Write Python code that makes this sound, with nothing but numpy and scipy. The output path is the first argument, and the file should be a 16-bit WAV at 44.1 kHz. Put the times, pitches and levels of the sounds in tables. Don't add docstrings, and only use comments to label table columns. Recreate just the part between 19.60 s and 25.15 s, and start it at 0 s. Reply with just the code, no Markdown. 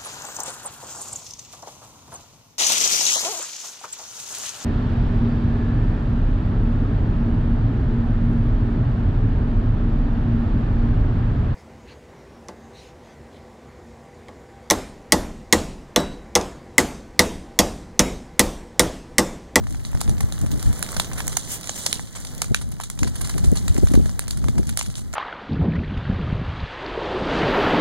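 import sys
import numpy as np
from scipy import signal
from scipy.fft import rfft, irfft, next_fast_len
from scipy.io import wavfile
from scipy.ndimage import uniform_filter1d

SR = 44100
rng = np.random.default_rng(int(sys.argv[2]) if len(sys.argv) > 2 else 0)


def materialize(psi):
    bounded = np.clip(np.atleast_2d(psi).T, -1, 1)
    quanta = np.round(bounded * 32767).astype(np.int16)
    wavfile.write(sys.argv[1], SR, quanta)


N = 244903

# start_s, level_db (2.6-7 kHz, averaged over 10 ms),
# body_db (against that level), hollow_pitch_hz, top_db (against that level),
# break_ms (nominal length of the break)
PLACED_POPS = [(0.038, -59, 10, 1300, 10, 0.85), (0.0688, -48, 8.5, 1410, -3.5, 1),
               (0.1064, -51, -2, 1200, 7, 1.1), (0.1246, -50, -3, 1500, 5, 0.9),
               (0.146, -48, 5.5, 1040, -2, 1.5), (0.25, -37.5, -7, 1630, -19, 0.82),
               (0.3303, -55, 12.5, 1010, -5, 1.3), (0.3495, -44.5, 6, 1100, 0, 0.9),
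               (0.373, -46, 1, 1160, -14, 0.56), (0.4046, -35.5, -9, 1110, 3, 4.8),
               (0.4137, -29.5, 0, 770, 3, 0.45), (0.4778, -43, 3, 1110, -3, 1),
               (0.4941, -38.5, 0.5, 700, 3.5, 1.1), (0.581, -44.5, -2, 1400, -7, 0.98),
               (0.6051, -34.5, 4.5, 790, 3, 2.7), (0.7227, -35, -6.5, 1190, -2.5, 1.1),
               (0.7892, -55, -2, 1300, 12.5, 1.2), (0.814, -43.5, 0.5, 1100, 6, 0.81),
               (0.8628, -44.5, 0.5, 1300, 2.5, 0.53), (0.916, -38, -5, 650, -5, 1.2),
               (0.9951, -42, -11, 1500, -2, 1), (1.027, -38.5, -2.5, 1040, 7, 0.9),
               (1.128, -43, 1, 1000, 6, 1.1), (1.2263, -30, 0.5, 1310, 7.5, 1.3),
               (1.2886, -37.5, -3, 1200, -4, 1.5), (1.3291, -43, 2.5, 900, -11, 0.8),
               (1.3656, -28.5, -2, 945, -7, 0.92), (1.3689, -37, 1, 1100, 5, 1.1),
               (1.398, -23, -1.5, 910, 0, 0.36), (1.401, -27, -16, 900, -13, 0.33),
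               (1.4193, -45, -4, 1200, 4, 1.6), (1.4451, -35, -7.5, 1640, -11, 2.1),
               (1.515, -49.5, 10, 1290, -2, 0.71), (1.5324, -38, -2, 790, 0, 1.7),
               (1.575, -33.5, 1.5, 1700, 2.5, 16), (1.6032, -31.5, 0.5, 1370, -4, 1.7),
               (1.678, -30.5, -5, 2070, 8, 1.6), (1.7209, -40, -7, 1200, 0, 1.2),
               (1.7287, -37.5, -4, 1400, 1, 1.1), (1.7683, -22.5, -4.5, 760, 5, 2.3),
               (2.0313, -40.5, -6, 1100, -2, 1), (2.041, -39, -2, 1210, -1, 1.6),
               (2.0725, -35.5, -9, 1300, 0, 1.1), (2.093, -25, -4, 890, -22, 1.1),
               (2.262, -19.5, -10, 794, -1.5, 2.5), (2.3282, -19, -15.5, 1530, -2.5, 0.65),
               (2.394, -51.5, 15.5, 1010, -1, 1.1), (2.5513, -36, -0.5, 1040, 0.5, 11.3),
               (2.6122, -51, -5, 1300, 4, 1.1), (2.6484, -38.5, -5, 1250, 1.5, 1.8),
               (2.669, -39.5, -21, 1400, -3, 1.7), (2.7486, -55, -8, 1200, 14.5, 1.2),
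               (2.779, -46.5, -7, 1400, 7, 1.5), (2.818, -23, -4.5, 890, 1, 1.5),
               (2.842, -43, 8, 770, 5, 1.6), (2.945, -19.5, -2, 2170, -3.5, 1.13),
               (3.013, -42, 0.5, 960, 4, 5), (3.115, -49, -1, 750, 9.5, 4.4), (3.2, -43, 11, 870, 3, 1.5),
               (3.209, -41, 2, 1250, 3, 3.9), (3.2351, -35, -4.5, 1270, 1.5, 3.5),
               (3.3, -36, -2.5, 2010, 5.5, 0.8), (3.3755, -59, 9, 1100, 4, 0.91),
               (3.3898, -34, -8, 960, -1.5, 1.5), (3.4007, -49, -8, 1300, -1, 1.1),
               (3.4307, -29, 0, 1080, -4.5, 1.2), (3.4446, -39, -2, 1100, -5, 1.3),
               (3.472, -36.5, 0, 1030, 0.5, 4.6), (3.5545, -37, -3.5, 1020, 2.5, 5.3),
               (3.6103, -35.5, -1, 1200, 6.5, 5.4), (3.6428, -36, -4, 1310, 0, 6.7),
               (3.6733, -42, -1, 1300, 4, 0.49), (3.693, -33, -2, 1000, 0.5, 3.9),
               (3.7794, -36, 1, 1160, 2.5, 2.5), (3.8415, -34.5, -2, 675, -1.5, 3.6),
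               (3.8575, -45, -9, 1300, 7, 0.98), (3.9544, -36, -1, 750, 2, 6),
               (3.9694, -30.5, -11, 750, -4.5, 3.5), (4.0796, -31, -3.5, 1330, 1, 1.5),
               (4.1435, -41.5, -9, 1400, 3.5, 2.1), (4.1526, -55, 5, 1200, -3, 0.92),
               (4.1773, -38, 1.5, 905, 3, 2.7), (4.243, -47, -4, 1400, 9, 0.7),
               (4.2708, -37.5, 0, 1210, -4, 1.2), (4.285, -42, -15, 1400, -3, 0.91),
               (4.319, -52, -7, 1300, 10, 1), (4.3365, -36, 5, 706, 0.5, 2.7),
               (4.351, -35, 1, 710, -0.5, 2.3), (4.4573, -42, 1.5, 640, -1, 1.7),
               (4.493, -41.5, 4, 1190, -15, 1.2), (4.593, -29.5, -0.5, 1160, 7.5, 0.68),
               (4.6395, -57, 9, 1400, 9, 1.1), (4.68, -38.5, -4, 960, 4, 1.4),
               (4.7063, -32, -12.5, 1640, 0.5, 1.9), (4.7718, -43.5, -2.5, 1150, 4.5, 2.4),
               (4.8418, -45, 11.5, 1170, -3, 0.38), (4.8538, -54, -5, 1200, 0, 1.1),
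               (4.8832, -37, 3.5, 1210, -4, 1.7), (4.979, -39, 3, 746, -2, 3.2),
               (5.03, -45.5, 1.5, 1120, -8, 1), (5.07, -44, -20, 1520, 4, 1),
               (5.092, -35, -3.5, 1450, 2.5, 3.3), (5.1728, -27, -5, 1580, 6, 1.14),
               (5.1896, -27.5, -6.5, 1210, 1.5, 3), (5.2112, -29.5, -1.5, 1040, -13, 0.7),
               (5.2268, -41.5, -8, 1400, 6, 1), (5.2605, -40.5, -5.5, 1400, -1, 2.9),
               (5.3007, -46.5, -2, 1200, -3, 0.86), (5.354, -37, -15, 850, -5, 1.4),
               (5.3807, -46.5, -5, 1400, 6, 0.79), (5.392, -49, -3, 1400, 5, 0.7),
               (5.5292, -43, -6.5, 1000, 1, 0.83), (5.5364, -39, 7.5, 1310, 1, 2.4)]
# time_s, sizzle_db, flame_rush_db
BURN_COURSE = [(0, -55, -54.5), (0.25, -53.5, -51), (0.4, -51.5, -48), (0.75, -51, -47.5), (1.3, -43, -43),
               (1.52, -50, -44.5), (1.66, -43.5, -44.5), (1.86, -41, -47), (2.01, -45, -47),
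               (2.3, -36.5, -44.5), (2.47, -47.5, -52), (2.75, -48.5, -48), (3.1, -54.5, -55),
               (3.35, -54.5, -55), (3.63, -45.5, -47.5), (4.35, -49, -48.5), (4.56, -52.5, -51),
               (5.5, -56.5, -54.5)]
# pitch_hz, level_db
FIRE_COLOUR = [(250, -4.5), (600, 2), (1300, 2), (2100, 2), (2700, -1), (3200, -3.5), (4000, -2),
               (5100, -5), (6400, -2.5), (8000, -6.5), (10500, -2.5), (12200, -12), (13500, -14),
               (14800, -14), (16200, -21)]
# pitch_hz, level_db
SIZZLE_AND_ECHO_COLOUR = [(2000, 0), (2600, -8.5), (3200, 2.5), (9000, 3), (11500, -3.5), (13400, -2),
                          (15000, -8)]

PORT_LAG_S = .00037


def undb(db):
    return 10 ** (np.asarray(db) / 20)


def unit(x):
    return x / np.sqrt(np.mean(x ** 2) + 1e-18)


def curves(table):
    time_s, *columns = np.transpose(table)
    return [np.interp(np.arange(N) / SR, time_s, column) for column in columns]


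def over_pitch(table, size):
    hz, *columns = np.transpose(table)
    bins = np.log(np.fft.rfftfreq(size, 1 / SR) + 1)
    return [np.interp(bins, np.log(hz), column) for column in columns]


def colour(x, table):
    length = x.shape[-1]
    size = 2 * next_fast_len((length + min(length, 8192)) // 2, True)
    cepstrum = irfft(np.log(undb(over_pitch(table, size)[0])))
    cepstrum[1:size // 2] *= 2
    cepstrum[size // 2 + 1:] = 0
    response = np.exp(rfft(cepstrum))
    return irfft(rfft(x, size) * response)[..., :length]


BAND_FILTERS = [signal.butter(3, edges_hz, "band", fs=SR, output="sos")
                for edges_hz in [(450, 2600), (2600, 7000), (7000, 12500), (12000, 17000)]]


def split(x):
    return [signal.sosfilt(band, x) for band in BAND_FILTERS]


def walk(rate):
    hold = max(int(SR / rate), 2)
    steps = np.repeat(rng.standard_normal(N // hold + 1), hold)
    return unit(uniform_filter1d(uniform_filter1d(steps, hold), hold)[:N])


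def bell(s, half_s):
    return np.exp(-((np.arange(N) / SR - s) / half_s) ** 2)


def ports(pair, pan_db):
    # pitch_hz, likeness (0-1), left_minus_right_db (before pan_db is added)
    port_match = [(200, 0.71, -2), (950, 0.79, 2.5), (2220, 1, 6), (2800, 0.97, 1.5), (2980, 0.22, 4.5),
                  (3600, 0.78, 2), (5000, 0.95, 5), (6600, 0.06, 3.5), (9600, 0.13, -1.5),
                  (11100, 0.73, -1.5), (14500, 0.5, 6)]
    lag_from_hz = 1350
    size = next_fast_len(pair.shape[-1], True)
    likeness, balance_db = over_pitch(port_match, size)
    shares = np.sqrt([(1 + likeness) / 2, (1 - likeness) / 2])
    shared, apart = rfft(pair, size) * shares
    lagging_hz = np.maximum(np.fft.rfftfreq(size, 1 / SR) - lag_from_hz, 0)
    lag = np.exp(-2j * np.pi * PORT_LAG_S * lagging_hz)
    lean = undb((balance_db + pan_db) / 2)
    left = (shared + apart) * lag * lean
    right = (shared - apart) / lean
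    return irfft(np.array([left, right]), size)[:, :pair.shape[-1]]


def sizzle_level(follow=0.49, typical_pop_db=-33, waver_db=1):
    vent_db, rise_s, fall_s = -8.5, 0.0018, 0.03
    kicks = np.zeros(N)
    for s, db, *_ in PLACED_POPS:
        puff_db = vent_db + typical_pop_db + follow * (db - typical_pop_db)
        kicks[min(int(s * SR), N - 1)] += undb(puff_db) ** 2
    t = np.arange(SR // 2) / SR
    puff = (1 - np.exp(-t / rise_s)) * np.exp(-t / fall_s)
    vent_power = signal.fftconvolve(kicks, (puff / puff.max()) ** 2)[:N]
    steady_db = curves(BURN_COURSE)[0] + waver_db * walk(24.74)
    return 10 * np.log10(undb(steady_db) ** 2 + vent_power)


def crackle(rate, spread_db, count=10):
    ring_s, snap_q = .0006, 2.5
    out = 0
    for hz in np.geomspace(800, 13000, count):
        snaps = rng.random(N) < rate / SR
        strength = np.minimum(rng.standard_exponential(N)[snaps], 3)
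        energy = np.zeros(N)
        energy[snaps] = undb(spread_db * strength) ** 2
        fading = signal.lfilter([1], [1, -np.exp(-2 / (ring_s * SR))], energy + 1e-18)
        noise = np.sqrt(fading) * rng.standard_normal((2, N))
        out = out + signal.lfilter(*signal.iirpeak(hz, snap_q, fs=SR), noise)
    return unit(out)


def burning(sizzle_db, snap_db=-4, steam_db=-3, twig_db=-5, rush_db=-1, fibre_db=-4, flicker_db=2.5,
            brighten=0.15, top_db=1, flutter_db=0.3, roar_db=-43.5):
    # pitch_hz, level_db
    roar_colour = [(20, 1), (60, 1.5), (180, 3.5), (330, -5.5), (600, -8.5), (1000, -15), (2000, -24)]
    _, flame_db = curves(BURN_COURSE)
    snaps = colour(crackle(rate=130, spread_db=2.0), FIRE_COLOUR)
    flicker = undb(flicker_db * walk(160))
    gas = colour(rng.standard_normal((2, N)) * flicker, FIRE_COLOUR)
    body = split(undb(twig_db) * snaps + undb(rush_db) * gas)[0]
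    middle = split(undb(snap_db) * snaps + undb(steam_db) * gas)[1]
    top = sum(split(undb(fibre_db) * snaps + undb(steam_db) * gas)[2:])
    blaze_db = sizzle_db - np.mean(sizzle_db)
    top_gain = undb(top_db + brighten * blaze_db + flutter_db * walk(85))
    sizzle = (unit(middle) + top_gain * unit(top)) * undb(sizzle_db - 3.0)
    rush = unit(body) * undb(flame_db - 2.5)
    roar_level_db = roar_db + 1.17 * (flame_db - np.mean(flame_db)) + 0.7 * walk(11.0)
    roar = unit(colour(rng.standard_normal((2, N)), roar_colour)) * undb(roar_level_db)
    return ports(colour(sizzle + rush, SIZZLE_AND_ECHO_COLOUR) + roar, pan_db=-4.5)


def ticks(sizzle_db, count=250, size=256, tick_db=-50.5, follow=0.67):
    blaze_db = follow * (sizzle_db - np.mean(sizzle_db))
    t = np.arange(size) / SR
    out = np.zeros((2, N + size))
    for when, pitch, length, strength in rng.random((count, 4)):
        start = int(when * N)
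        hz = 2400 * 6 ** pitch
        ring_s = .00006 + .0003 * length
        extra_db = -4.5 * np.log(.04 + strength)
        noise = np.exp(-t / ring_s) * rng.standard_normal((2, size))
        tick = signal.lfilter(*signal.iirpeak(hz, 1.8, fs=SR), noise)
        out[:, start:start + size] += unit(tick) * undb(tick_db + blaze_db[start] + extra_db)
    return ports(colour(out[:, :N], FIRE_COLOUR), pan_db=-6.5)


def turbulence(table, steady_s):
    x = colour(rng.standard_normal(N), table)
    return x / np.sqrt(uniform_filter1d(x ** 2, int(steady_s * SR)) + 1e-18)


def wind(swell_db=1.5, eddy_db=-1, own_swell_db=-13, own_eddy_db=-11, lean_db=.5):
    # time_s, pressure_db
    breeze_course = [(0, -33), (0.28, -32), (0.6, -23), (1.0, -33), (1.28, -35.5), (1.7, -32.5),
                     (2.03, -49), (2.2, -42), (2.6, -36.5), (3.0, -29.5), (3.35, -33.5), (3.85, -25.5),
                     (4.02, -28), (4.3, -19.5), (4.42, -23), (4.63, -31.5), (4.9, -26), (5.15, -33.5),
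                     (5.55, -30.5)]
    # peak_s, pressure_db, half_length_s, small_eddies_db (against the pressure)
    gust_list = [(0.122, -28.5, 0.036, -8), (0.366, -23.5, 0.019, -6.5), (0.506, -19.5, 0.054, -7),
                 (0.838, -18, 0.024, -7), (0.95, -20, 0.044, -7), (1.085, -15, 0.041, -15),
                 (1.39, -24, 0.021, -28), (1.547, -31, 0.067, -16), (1.67, -29, 0.01, -26),
                 (2.916, -17.5, 0.013, -7), (3.444, -19, 0.035, -4), (3.75, -21, 0.014, -14),
                 (3.874, -19.5, 0.12, -14), (4.212, -20.5, 0.04, -19), (4.392, -16.5, 0.039, -13),
                 (4.48, -27, 0.059, -25), (4.875, -17.5, 0.037, -9.5), (4.983, -16.5, 0.042, -9),
                 (5.291, -23.5, 0.016, -12)]
    # pitch_hz, level_db
    swell_colour = [(8, -39), (22, -9.5), (45, 2.5), (110, -2), (170, -7), (260, -20.5), (500, -50.5),
                    (1000, -81)]
    # pitch_hz, level_db
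    eddy_colour = [(60, -12), (130, -10.5), (220, 4.5), (320, -5), (480, -18), (700, -21), (1200, -50.5),
                   (3000, -61)]
    breeze_eddy_db, breeze_flutter_db = -12, 3
    breeze = undb(curves(breeze_course)[0] + breeze_flutter_db * walk(15))
    flows = [(breeze, breeze_eddy_db)]
    for s, db, half_s, small_db in gust_list:
        flows.append((undb(db) * bell(s, half_s), small_db))
    swell = undb(swell_db) * np.sqrt(sum(flow ** 2 for flow, _ in flows))
    eddy = undb(eddy_db) * np.sqrt(sum((flow * undb(small_db)) ** 2 for flow, small_db in flows))
    push = swell * turbulence(swell_colour, 0.05) + eddy * turbulence(eddy_colour, 0.0317) + buffets()
    own = []
    for _ in range(2):
        own_swell = swell * undb(own_swell_db) * turbulence(swell_colour, 0.038)
        own_eddy = eddy * undb(own_eddy_db) * turbulence(eddy_colour, 0.06)
        own.append(own_swell + own_eddy)
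    left = push * undb(lean_db)
    right = -np.roll(push, round(PORT_LAG_S * SR)) / undb(lean_db)
    return np.array([left, right]) + np.array(own)


def small_pops(count=36, over_sizzle_db=-5.5, spread_db=1.5, follow=1.0, body_db=-2, body_spread_db=3,
               stalk_hz=1150, top_db=2, top_spread_db=7.5, break_ms=1.0):
    sizzle_db, _ = curves(BURN_COURSE)
    mean_db = np.mean(sizzle_db)
    base_db = mean_db + follow * (sizzle_db - mean_db) + over_sizzle_db
    starts = ((np.arange(count) + rng.random(count)) / count * (N - 1)).astype(int)
    chances = np.clip(rng.standard_normal((count, 5)), -2, 2)
    return [(i / SR, base_db[i] + spread_db * a, body_db + body_spread_db * b,
             stalk_hz * 2 ** (c / 2), top_db + top_spread_db * d, break_ms * 2 ** (e / 2))
            for i, (a, b, c, d, e) in zip(starts, chances)]


def pops(rows, rustle_s=0.0099, rustle_db=-26.0, break_share=1.64, settle_db=-24, settle_s=0.0034,
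         ragged_db=5, crack_db=9, knock_db=17.0, body_db=-1, middle_db=0.0, top_db=0,
         air_db=-12.0, air_follow=1.3):
    stalk_q, stalk_db = 1.7, -7
    splinter_range_hz, splinter_q, splinter_db = (3300, 12000), 8, 3
    ground_s, ground_db = 0.0034, -16
    pan_db, pan_spread_db = -5.5, 0.1
    size = 2048
    t = np.arange(size) / SR
    out = np.zeros((2, N + size))
    crack = np.zeros((2, size))
    crack[0, 12] = 1
    for s, db, body, hz, top, break_ms in rows:
        tear_ms = break_share * max(break_ms, .2)
        age = t * 1e3 / tear_ms
        tearing = age ** 0.57 * np.exp(-age ** 2)
        settling = undb(settle_db) * np.exp(-t / settle_s)
        fibres = undb(ragged_db * np.repeat(rng.standard_normal(size // 8), 8))
        ragged = (tearing + settling) * fibres * rng.standard_normal((2, size))
        tear = colour(undb(crack_db) * crack + ragged, FIRE_COLOUR)
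        knock = undb(stalk_db) * tear + undb(knock_db) * crack
        hollow = signal.lfilter(*signal.iirpeak(hz, stalk_q, fs=SR), knock)
        splinter_hz = np.exp(rng.uniform(*np.log(splinter_range_hz), size=3))
        rings = [signal.lfilter(*signal.iirpeak(f, splinter_q, fs=SR), tear) for f in splinter_hz]
        splinter = undb(splinter_db) * sum(rings)
        shaking = undb(rustle_db) * np.sqrt(tear_ms) * np.exp(-t / rustle_s)
        rustle = colour(shaking * rng.standard_normal((2, size)), FIRE_COLOUR)
        delay = int(ground_s * SR * rng.uniform(0.64, 1.3))
        bounce = undb(ground_db) * np.roll(tear + hollow, delay)
        band_db = np.array([body + body_db, middle_db, top + top_db, air_follow * top + air_db])
        bands = split(tear + hollow + splinter + bounce + rustle)
        burst = sum(gain * unit(band) for gain, band in zip(undb(db + band_db), bands))
        burst = burst * np.sqrt(.01 * SR / size)
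        start = int(s * SR)
        out[:, start:start + size] += ports(burst, pan_db + pan_spread_db * rng.standard_normal())
    return out[:, :N]


def yard(x, t60_s=0.096, echo_db=-17, build_s=0.033):
    t = np.arange(SR // 2) / SR
    fade = np.exp(-np.log(1000) * t / t60_s) * (1 - np.exp(-t / build_s))
    tail = rng.standard_normal((2, len(t))) * fade
    tail /= np.sqrt(np.sum(tail ** 2, axis=1, keepdims=True))
    return undb(echo_db) * signal.fftconvolve(x, tail, axes=1)[:, :N]


def buffets(size=4096):
    # peak_s, thump_db, core_half_width_ms, turbulence_db, turbulence_half_length_ms
    slaps = [(0.351, -8.5, 2.6, -32, 6), (0.492, -6, 3.5, -25.5, 8), (0.531, -14, 1.8, -29, 4.2),
             (0.643, -6, 3, -27, 6), (0.843, -8, 2.4, -26, 6.7), (1.076, -10, 2.8, -38, 7),
             (1.099, -15, 2.2, -34, 6), (2.918, -15, 1.8, -26.5, 6), (3.423, -7.5, 1.8, -26.5, 3.6),
             (3.76, -13, 2.1, -24.5, 10.5), (3.845, -16, 4.3, -25.5, 11), (3.883, -5, 4.8, -33, 6),
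             (3.926, -2.5, 1.13, -13.5, 6.5), (4.106, -4.5, 3.6, -30, 6), (4.16, -10, 4.1, -27, 16),
             (4.185, -8, 1.5, -16.5, 5.1), (4.233, -3, 1.15, -13, 8.4), (4.244, 0, 3, -34, 4),
             (4.279, -12, 5, -46, 5), (4.316, -9, 1.04, -23, 6.4), (4.345, -10, 2.6, -11, 6.4),
             (4.366, -2, 5.3, -34, 5.4), (4.377, -4.5, 1.1, -16, 6.1), (4.4, -7, 1.8, -19.5, 10),
             (4.461, -11, 2.6, -25, 3.7), (4.889, -12, 1.6, -22.5, 2.5), (4.995, -3.5, 1.4, -19.5, 9)]
    # pitch_hz, level_db
    slap_colour = [(50, 3), (130, 15.5), (260, 20.5), (400, 14.5), (560, 5.5), (760, -7.5), (1000, -22.5),
                   (2000, -31)]
    out = np.zeros(N + size)
    ms = (np.arange(size) - size // 2) / SR * 10 ** 3
    for s, thump_db, core_ms, ragged_db, half_ms in slaps:
        reach = (ms / core_ms) ** 2
        thump = (1 - reach) * np.exp(-reach / 2)
        shape = np.exp(-(ms / half_ms) ** 2)
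        noise = colour(rng.standard_normal(size), slap_colour)
        ragged = unit(shape * noise) * np.sqrt(np.mean(shape ** 2))
        start = int(s * SR) - size // 2
        out[start:start + size] += undb(thump_db) * thump + undb(ragged_db) * ragged
    return out[:N]


def jets(flutter_db=-0.5):
    # peak_s, level_db, half_length_s, whistle_db (thin whistling top against the level)
    spurts = [(0.918, -46, 0.0074, 9), (1.02, -52, .012, -2), (1.931, -29.5, 0.038, -5),
              (2.163, -31.5, 0.0082, -12), (2.189, -34, 0.017, -5), (5.2, -36, 0.03, -20),
              (5.373, -39, 0.018, -23)]
    # pitch_hz, level_db
    steam_colour = [(1500, -9), (3000, -1), (4200, -8), (5200, -1), (6600, 4.5), (9500, 2.5), (11500, -13),
                    (13500, -20)]
    # pitch_hz, level_db
    whistle_colour = [(7000, -9), (11500, 6), (12500, 1), (13600, 1), (14900, 5), (16000, -6)]
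    hiss = sum(undb(db) * bell(s, half_s) for s, db, half_s, _ in spurts)
    whistle = sum(undb(db + thin_db) * bell(s, half_s) for s, db, half_s, thin_db in spurts)
    steam = 0
    for flow, table in [(hiss, steam_colour), (whistle, whistle_colour)]:
        steam = steam + flow * unit(colour(rng.standard_normal((2, N)), table))
    return ports(steam * undb(flutter_db * walk(150)), pan_db=-2.5)


def scene():
    bursts = pops(PLACED_POPS + small_pops())
    echo = colour(yard(bursts), SIZZLE_AND_ECHO_COLOUR)
    sizzle_db = sizzle_level()
    fire = burning(sizzle_db) + ticks(sizzle_db) + bursts + echo + jets()
    return fire + wind()


def record(dry):
    ceiling, top_hz = .9, 15900
    rounded = dry / (1 + (dry / ceiling) ** 6) ** (1 / 6)
    return signal.sosfilt(signal.ellip(8, .2, 70, top_hz, fs=SR, output="sos"), rounded)


dry = scene()
out = record(dry)
materialize(out)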